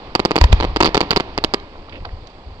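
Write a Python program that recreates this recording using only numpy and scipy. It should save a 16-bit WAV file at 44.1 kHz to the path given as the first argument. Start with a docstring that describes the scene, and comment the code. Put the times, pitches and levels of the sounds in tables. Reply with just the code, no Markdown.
"""Small star charges of a firework pop overhead at night: each is a sudden push of air, then a ground bounce.
Three mortar lifts boom from the ground: a deep swing of pressure under a noisy crack, sent back by walls.
Faint noisy ticks, a low rumble and a far wash of reverberation, all shaped from noise, lie behind them.
A camera hears this through a dull port (left) and a bright one that whistles (right), and overloads."""
import sys
import numpy as np
from scipy import signal
from scipy.io import wavfile
from scipy.ndimage import uniform_filter1d

SR = 44100
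rng = np.random.default_rng(int(sys.argv[2]) if len(sys.argv) > 2 else 0)


def put_to_file(sound):
    """Save the sound as 16-bit audio at rate SR, in the file named by the first command-line argument."""
    columns = np.atleast_2d(sound).T  # one column per channel
    safe = np.clip(columns, -1, 1)
    whole_steps = np.round(safe * 32767)
    wavfile.write(sys.argv[1], SR, whole_steps.astype(np.int16))


N = 114660  # length in samples


def amp(db):
    """Turns decibels into a plain multiplier."""
    return 10 ** (np.asarray(db) / 20)


def evened(x):
    """Brings a sound to an average (RMS) strength of 1."""
    return x / np.sqrt(np.mean(x ** 2) + 1e-20)


def read(points, hz):
    """Reads a curve of (pitch_hz, value) points, in straight lines over log pitch."""
    f, value = np.transpose(points)
    return np.interp(np.log(hz + 1), np.log(f + 1), value)


def add(mix, s, sound):
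    """Adds a sound to the mix, starting at s seconds."""
    part = mix[round(s * SR):][:len(sound)]
    part += sound[:len(part)]


def coloured(x, points):
    """Filters with a gain curve, without any sound arriving early (minimum phase)."""
    log_gain = read(points, abs(np.fft.fftfreq(4096, 1 / SR))) * np.log(10) / 20
    response = np.exp(np.conj(signal.hilbert(log_gain)))
    taps = np.fft.ifft(response).real[:2048]
    return signal.oaconvolve(x, taps)[:N]


# How alike the background is at the two ports: pitch_hz, likeness (1 = the same)
PORT_LIKENESS = [(100, .98), (400, 1), (1000, 1), (2000, 0.17), (4000, 0.6)]


def murk(tone, level, size, patchy_db, flicker_db):
    """Shapes random short-time spectra with patches and flicker, partly shared by the two ports."""
    frames, hz = N * 4 // size + 5, np.fft.rfftfreq(size, 1 / SR)
    a, b, c, d, patches = rng.standard_normal((frames, len(hz), 5)).T
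    patches = uniform_filter1d(patches, size=6, axis=0)
    patches = evened(uniform_filter1d(patches, size=8, axis=1))
    same = np.clip(read(PORT_LIKENESS, hz), -1, 1)[:, None]
    left = a + 1j * b
    right = same * left + np.sqrt(1 - same ** 2) * (c + 1j * d)
    flicker = flicker_db * rng.standard_normal(frames)
    gain = amp(read(tone, hz)[:, None] + patchy_db * patches + flicker)
    spectra = np.array([left, right]) * gain
    x = evened(signal.istft(spectra, nperseg=size, noverlap=size * 3 // 4)[1][:, :N])
    return x * amp(np.interp(np.arange(N) / SR, *np.transpose(level)))


# Loudness of the low rumble over time: time_s, level_db
RUMBLE_LEVEL = [(0, -45), (.36, -39), (.46, -28), (0.519, -22.5), (.6, -20.5), (.7, -26.5), (.9, -35.5),
                (1.0, -39), (1.172, -38.5), (1.36, -29.5), (1.458, -36.5), (1.831, -44), (1.92, -38),
                (2.02, -30), (2.07, -39.5), (2.13, -34), (2.22, -39), (2.27, -39.5), (2.43, -44.5),
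                (2.48, -37), (2.6, -40.5)]
# Balance of pitches in the rumble: pitch_hz, relative_level_db
RUMBLE_TONE = [(10, -21), (20, -2.5), (35, -10.5), (60, -5), (95, -11), (125, -21.5), (200, -28)]


def rumble():
    """Low noise that swells, sinks and flickers, cut off steeply towards 300 Hz."""
    return murk(RUMBLE_TONE + [(300, -87)], RUMBLE_LEVEL, size=2048, patchy_db=0, flicker_db=5.5)


# Loudness of the far reverberation of the show: time_s, level_db
WASH_LEVEL = [(0.0, -39), (0.19, -40.5), (0.32, -35.5), (0.45, -36), (0.62, -33), (0.85, -42), (1.01, -33),
              (1.16, -37.5), (1.7, -43.5), (2.6, -45.5)]
# Balance of pitches in the far reverberation: pitch_hz, relative_level_db
WASH_TONE = [(100, -35.5), (200, 4), (400, -4.5), (900, -6.5), (1500, -13.5), (3000, -15), (5000, -15.5),
             (8000, -32)]


def wash():
    """Far reverberation of the show: a broad noise with slight patches and flicker."""
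    return murk(WASH_TONE, WASH_LEVEL, size=256, patchy_db=1, flicker_db=1)


TAIL_DB = -22
# How long each pitch lingers in the surroundings: pitch_hz, t60_s (time to fall by 60 dB)
TAIL_T60 = [(150, 0.75), (600, 0.68), (2000, 0.75), (6000, 0.37)]


def surroundings(x):
    """Sparse reflections of random sign, each band dying at its own speed."""
    taps = np.zeros((2, SR // 2))
    jitter = rng.integers(0, 20, (2, (SR // 2 - 261) // 20))
    at = np.arange(260, SR // 2 - 20, 20) + jitter  # one reflection per 20 samples
    np.put_along_axis(taps, at, rng.choice([-1., 1.], at.shape), 1)
    taps[1] += 2.7 * taps[0]  # the right port shares the left port's reflections
    hz, t, z = signal.stft(taps, SR, nperseg=256)
    decay = amp(-60 * t / read(TAIL_T60, hz)[:, None])
    tail = signal.istft(z * decay, SR, nperseg=256)[1]
    tail /= np.linalg.norm(tail, axis=1, keepdims=True)
    return amp(TAIL_DB) * signal.fftconvolve(x[None], tail, axes=1)[:, :N]


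# Distant echoes and faint ticks: start_s, level_db, brightness_hz, t60_s
TICKS = [(1.599, -30, 4500, 0.016), (1.752, -37.5, 978, 0.051), (1.885, -29, 910, 0.023),
         (1.894, -33.5, 3330, .03), (1.923, -37.5, 2600, 0.32), (1.955, -31.5, 2600, 0.042),
         (1.977, -41, 2770, .03), (2.004, -33, 2020, 0.014), (2.049, -23, 1570, 0.025),
         (2.052, -28.5, 4300, 0.024), (1.93, -38.5, 495, 0.45), (2.051, -33, 630, 0.12),
         (2.09, -36, 1800, 0.028), (2.271, -28.5, 5170, 0.025), (2.299, -45, 5150, 0.035)]


def ticks():
    """Smeared puffs of noise in a broad band, each rising fast and then dying away."""
    out, t = np.zeros(N), np.arange(3000) / SR
    for (s, db, hz, t60), noise in zip(TICKS, rng.standard_normal((len(TICKS), 3000))):
        sos = signal.butter(2, [hz / 1.6, hz * 1.3], "band", fs=SR, output="sos")
        band = evened(signal.sosfilt(sos, noise))
        rise = np.minimum(t / 0.00069, 1)
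        add(out, s, amp(db - 60 * t / t60) * rise * band)
    return out


def shock(ms):
    """A sudden push of air, then a longer suction; ms is the length of the push."""
    u = np.arange(1500) / SR / (ms / 1000)
    return (1 - u) * np.exp(-u)


# Deep swing: DIP_S is its lowest point after the start; rise and fall are its widths before and after that
DIP_S, THUMP_RISE_S, THUMP_FALL_S = .0088, .0095, .0105
THUMP_SAG = 14  # per second: how quickly the swing slows down after the dip
CRACK_T60, LEAD_S, BEAT_HZ, BEAT_T60 = .025, .004, 960, .03  # times in seconds
SNAP_DB, SNAP_MS = 16.5, 0.067  # shock front, against the thump
# Mortar lifts: start_s, thump_db, thump_hz, crack_db, beat_db, lead_in_hiss_db
BOOMS = [(.4130, -.8, 64, -2, -9, -15), (.4406, -.3, 64, -5, -10, -13), (.5279, 1.8, 61, -2, -11, -9)]
# Returns from the surroundings: delay_s, thump_db, crack_db (both against the first sound)
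ECHOES = [(.164, -19.5, -47), (0.226, -21.5, -48)]


def booms():
    """One deep swing of pressure under a ragged crack with a 960 Hz tone; a hiss leads in, walls answer."""
    thumps, cracks, t = np.zeros(N), np.zeros(N), np.arange(-1500, 3000) / SR
    grit = rng.standard_normal((len(BOOMS), len(t)))
    u, after = t - DIP_S, np.maximum(t, 0)
    fade_in = np.clip(1 + t / .005, 0, 1) ** 2
    swell = np.exp(-(u / np.where(u < 0, THUMP_RISE_S, THUMP_FALL_S)) ** 2) * fade_in
    for (s, db, hz, crack_db, beat_db, lead_db), noise in zip(BOOMS, grit):
        turns = hz * u * np.exp(-THUMP_SAG * np.maximum(u, 0))
        thump = -amp(db) * swell * np.cos(2 * np.pi * turns)
        lead_in = amp(lead_db) * np.exp(np.minimum(t, 0) / LEAD_S)
        fading = amp(crack_db - 60 * t / CRACK_T60)
        beat = amp(beat_db - 60 * after / BEAT_T60) * np.sin(2 * np.pi * BEAT_HZ * after)
        crack = np.where(t < 0, lead_in, fading) * noise + beat
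        add(cracks, s, amp(db + SNAP_DB) * shock(SNAP_MS))
        for delay, thump_db, echo_db in [(0, 0, 0.015)] + ECHOES:  # the first is the direct sound
            add(thumps, s + t[0] + delay, amp(thump_db) * thump)
            add(cracks, s + t[0] + delay, amp(echo_db) * crack)
    return thumps, cracks


RING_GRIT, RING_SPREAD = 1, 0.1  # roughness of the whistle; largest detuning as a share of its pitch
# Whistling cavity of the bright port: pitch_hz, relative_level_db, t60_s
WHISTLES = [(4710, -1, 0.0053), (7360, -30.5, 0.061)]


def ring(db, noise):
    """The cavity of the bright port whistles briefly, roughened by noise and randomly detuned."""
    t = np.arange(len(noise)) / SR
    detune = 1 + RING_SPREAD * np.tanh(noise[0])
    grit = evened(uniform_filter1d(noise, size=12))
    tone = sum(amp(mode_db - 60 * t / t60) * np.sin(2 * np.pi * hz * detune * t)
               for hz, mode_db, t60 in WHISTLES)
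    return amp(db) * np.minimum(t / 0.00013, 1) * tone * (1 + RING_GRIT * grit)


BOUNCE_STRETCH, NEAR_STRETCH = 0.95, 1.09  # push length of the bounce and near copies, against the shock
GROUND_HZ, GROUND_T60, GROUND_DB = 347, 0.011, -4.5  # the ground swings after a bounce; t60 in seconds
PUFF_DB, PUFF_T60 = -7.5, 0.02  # noise before smoothing, against strength_db; t60 in seconds
# Star charges: start_s, strength_db (the direct shock is 10.5 dB above it), push_ms, port_ring_db,
# bounce_delay_ms, bounce_db (against strength_db), bounce_ring_db
POPS = [(0.1516, -3, 0.25, 4, 5.54, 5.5, -26), (0.1948, -9, 0.44, -29, 5.03, 8.5, -6.5),
        (0.251, -5.5, 0.58, 6, 5.7, 6.5, -2), (0.3091, -8, 0.43, -28, 6.44, 7.5, -12),
        (0.3576, -4.5, 0.31, -9, 6.05, 9.1, 1.5), (0.3795, -10.5, 0.43, -25, 6.3, 4.5, -3),
        (0.6016, -12.5, 0.34, -13.5, 6.76, 8.8, -6), (0.6259, -12.5, 0.3, -51, 6.06, 9.5, -35),
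        (0.6429, -14, 0.66, -52, 6.23, 9.9, -49), (0.7617, -6.5, 0.23, -0.5, 6.4, 8.1, -21),
        (0.8044, -1, 0.23, -26, 5.4, 8.5, -21), (0.8075, 1, 0.26, -22.9, 5.34, 0, -5),
        (0.8263, -3, 0.17, -8, 5.45, 8.5, -1), (0.8455, -11.5, 0.54, -3.5, 5.3, 11.5, -4),
        (0.8581, -0.5, 0.18, -13.8, 5.3, 4, -6.5), (0.8701, -22, 0.48, -8.5, 5, 18, -7),
        (0.8845, -20.5, 0.95, -24, 6.3, 8.5, -23), (0.9456, -5, 0.2, -2, 9.1, 5.5, -25),
        (0.9479, -4.5, 0.32, -15, 5.16, 5, -6.5), (0.9696, -9, 0.48, -12, 6.9, 11.5, -7),
        (1.0063, -4.5, 0.25, -6, 6.1, 7.7, 0), (1.029, -19.5, 0.99, -38, 6.3, 5, -42),
        (1.1073, -1.5, 0.12, 2.5, 5.34, 6.5, -33), (1.1075, -13, 0.78, -39, 6.4, 14.5, -23),
        (1.1274, -14, 0.25, -35, 4.4, 9.5, -16), (1.1619, -0.5, 0.13, 5.5, 6.6, 2.5, 1),
        (1.168, -13.5, 0.45, -3, 5.45, 14, -1.5), (1.2, -6.5, 0.21, -26, 5.25, 5.5, -27),
        (1.378, -9, 0.31, -8.5, 7, 5.5, -32), (1.4396, -6, 0.21, 1, 6.16, 6.7, 2),
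        (1.5381, -5.5, 0.29, -3.5, 5, 8.5, -3)]
# Weaker copies close behind each shock: delay_ms, level_db (5 dB is added, against strength_db)
NEAR_COPIES = [(2.35, -6), (4.3, -14)]


def pops():
    """Shocks and ground bounces, each with a short diffuse puff of random noise; also the bright port's ring."""
    air, port, t = np.zeros(N), np.zeros(N), np.arange(1500) / SR
    swing = -amp(GROUND_DB - 60 * t / GROUND_T60) * np.sin(2 * np.pi * GROUND_HZ * t - 1.5)
    swing *= np.minimum(t / 0.0014, 1)
    grit = rng.standard_normal((len(POPS), 2, 2000))
    for (s, db, push_ms, ring_db, delay_ms, bounce_db, bounce_ring_db), noise in zip(POPS, grit):
        bounce_s = s + delay_ms / 1000
        add(air, s, amp(db + 10.5) * shock(push_ms))
        smooth = uniform_filter1d(noise[:, :len(t)], size=4, axis=1)
        puff = amp(db + PUFF_DB - 60 * t / PUFF_T60) * smooth
        add(air, s + .0005, puff[0])
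        add(air, bounce_s + .0005, amp(bounce_db) * puff[1])
        for near_ms, near_db in NEAR_COPIES:
            add(air, s + near_ms / 1000, amp(db + 5 + near_db) * shock(push_ms * NEAR_STRETCH))
        add(air, bounce_s, amp(db + bounce_db) * (shock(push_ms * BOUNCE_STRETCH) + swing))
        add(port, s, ring(ring_db, noise[0]))
        add(port, bounce_s, ring(bounce_ring_db, noise[1]))
    return air, port


RATTLE_DB = np.array([[-12.5], [-26.5]])  # left and right hiss, against the thump


def rattle(thumps):
    """The housing hisses while a thump shakes it."""
    return amp(RATTLE_DB) * abs(thumps) * rng.standard_normal((2, N))


def scene():
    """Adds all sounds at the two ports, left dull and right bright, before the ports colour them."""
    air, port = pops()
    thumps, cracks = booms()
    sharp = air + cracks
    out = sharp + thumps + ticks() + surroundings(sharp)
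    out[1] += port
    return out + rattle(thumps) + rumble() + wash()


LAG_MS = .07  # the dull port hears slightly late
HISS_DB = -64.5  # of the microphone circuits
CEILING_DB, KNEE = -0.5, 7.2  # overload ceiling; a higher knee bends more sharply
EDGE_HZ = 16100  # final treble limit
# Colour of the dull port: pitch_hz, gain_db
DULL_PORT = [(100, 2), (700, 2.5), (1100, 5.5), (1400, 1), (1800, -6), (2400, -6), (3000, -16), (4000, -23),
             (9000, -25)]
# Colour of the bright port: pitch_hz, gain_db
BRIGHT_PORT = [(100, 1.5), (1000, 3.5), (1400, 1.5), (1800, 2.5), (2500, 4.5), (4100, 2), (4650, 5),
               (5300, -5.5), (6000, -10.5), (9000, -19.5)]
# Band limit of the camera: pitch_hz, gain_db
BAND_LIMIT = [(7800, 0), (8300, -5), (8800, -45.5), (16000, -88.5)]


def record(dry):
    """Port colours, lag, hiss, soft overload, band limit, clipping at full scale, then a last treble limit."""
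    late = np.interp(np.arange(N) - LAG_MS * SR / 1000, np.arange(N), dry[0])
    x = np.array([coloured(late, DULL_PORT), coloured(dry[1], BRIGHT_PORT)])
    x = (x + amp(HISS_DB) * rng.standard_normal(x.shape)) / amp(CEILING_DB)
    x = amp(CEILING_DB) * x / (1 + abs(x) ** KNEE) ** (1 / KNEE)
    x = np.clip([coloured(channel, BAND_LIMIT) for channel in x], -1, 1)
    treble_limit = signal.firwin(255, EDGE_HZ, window=("kaiser", 9), fs=SR)
    return signal.oaconvolve(x, treble_limit[None], "same")


dry = scene()
out = record(dry)
put_to_file(out)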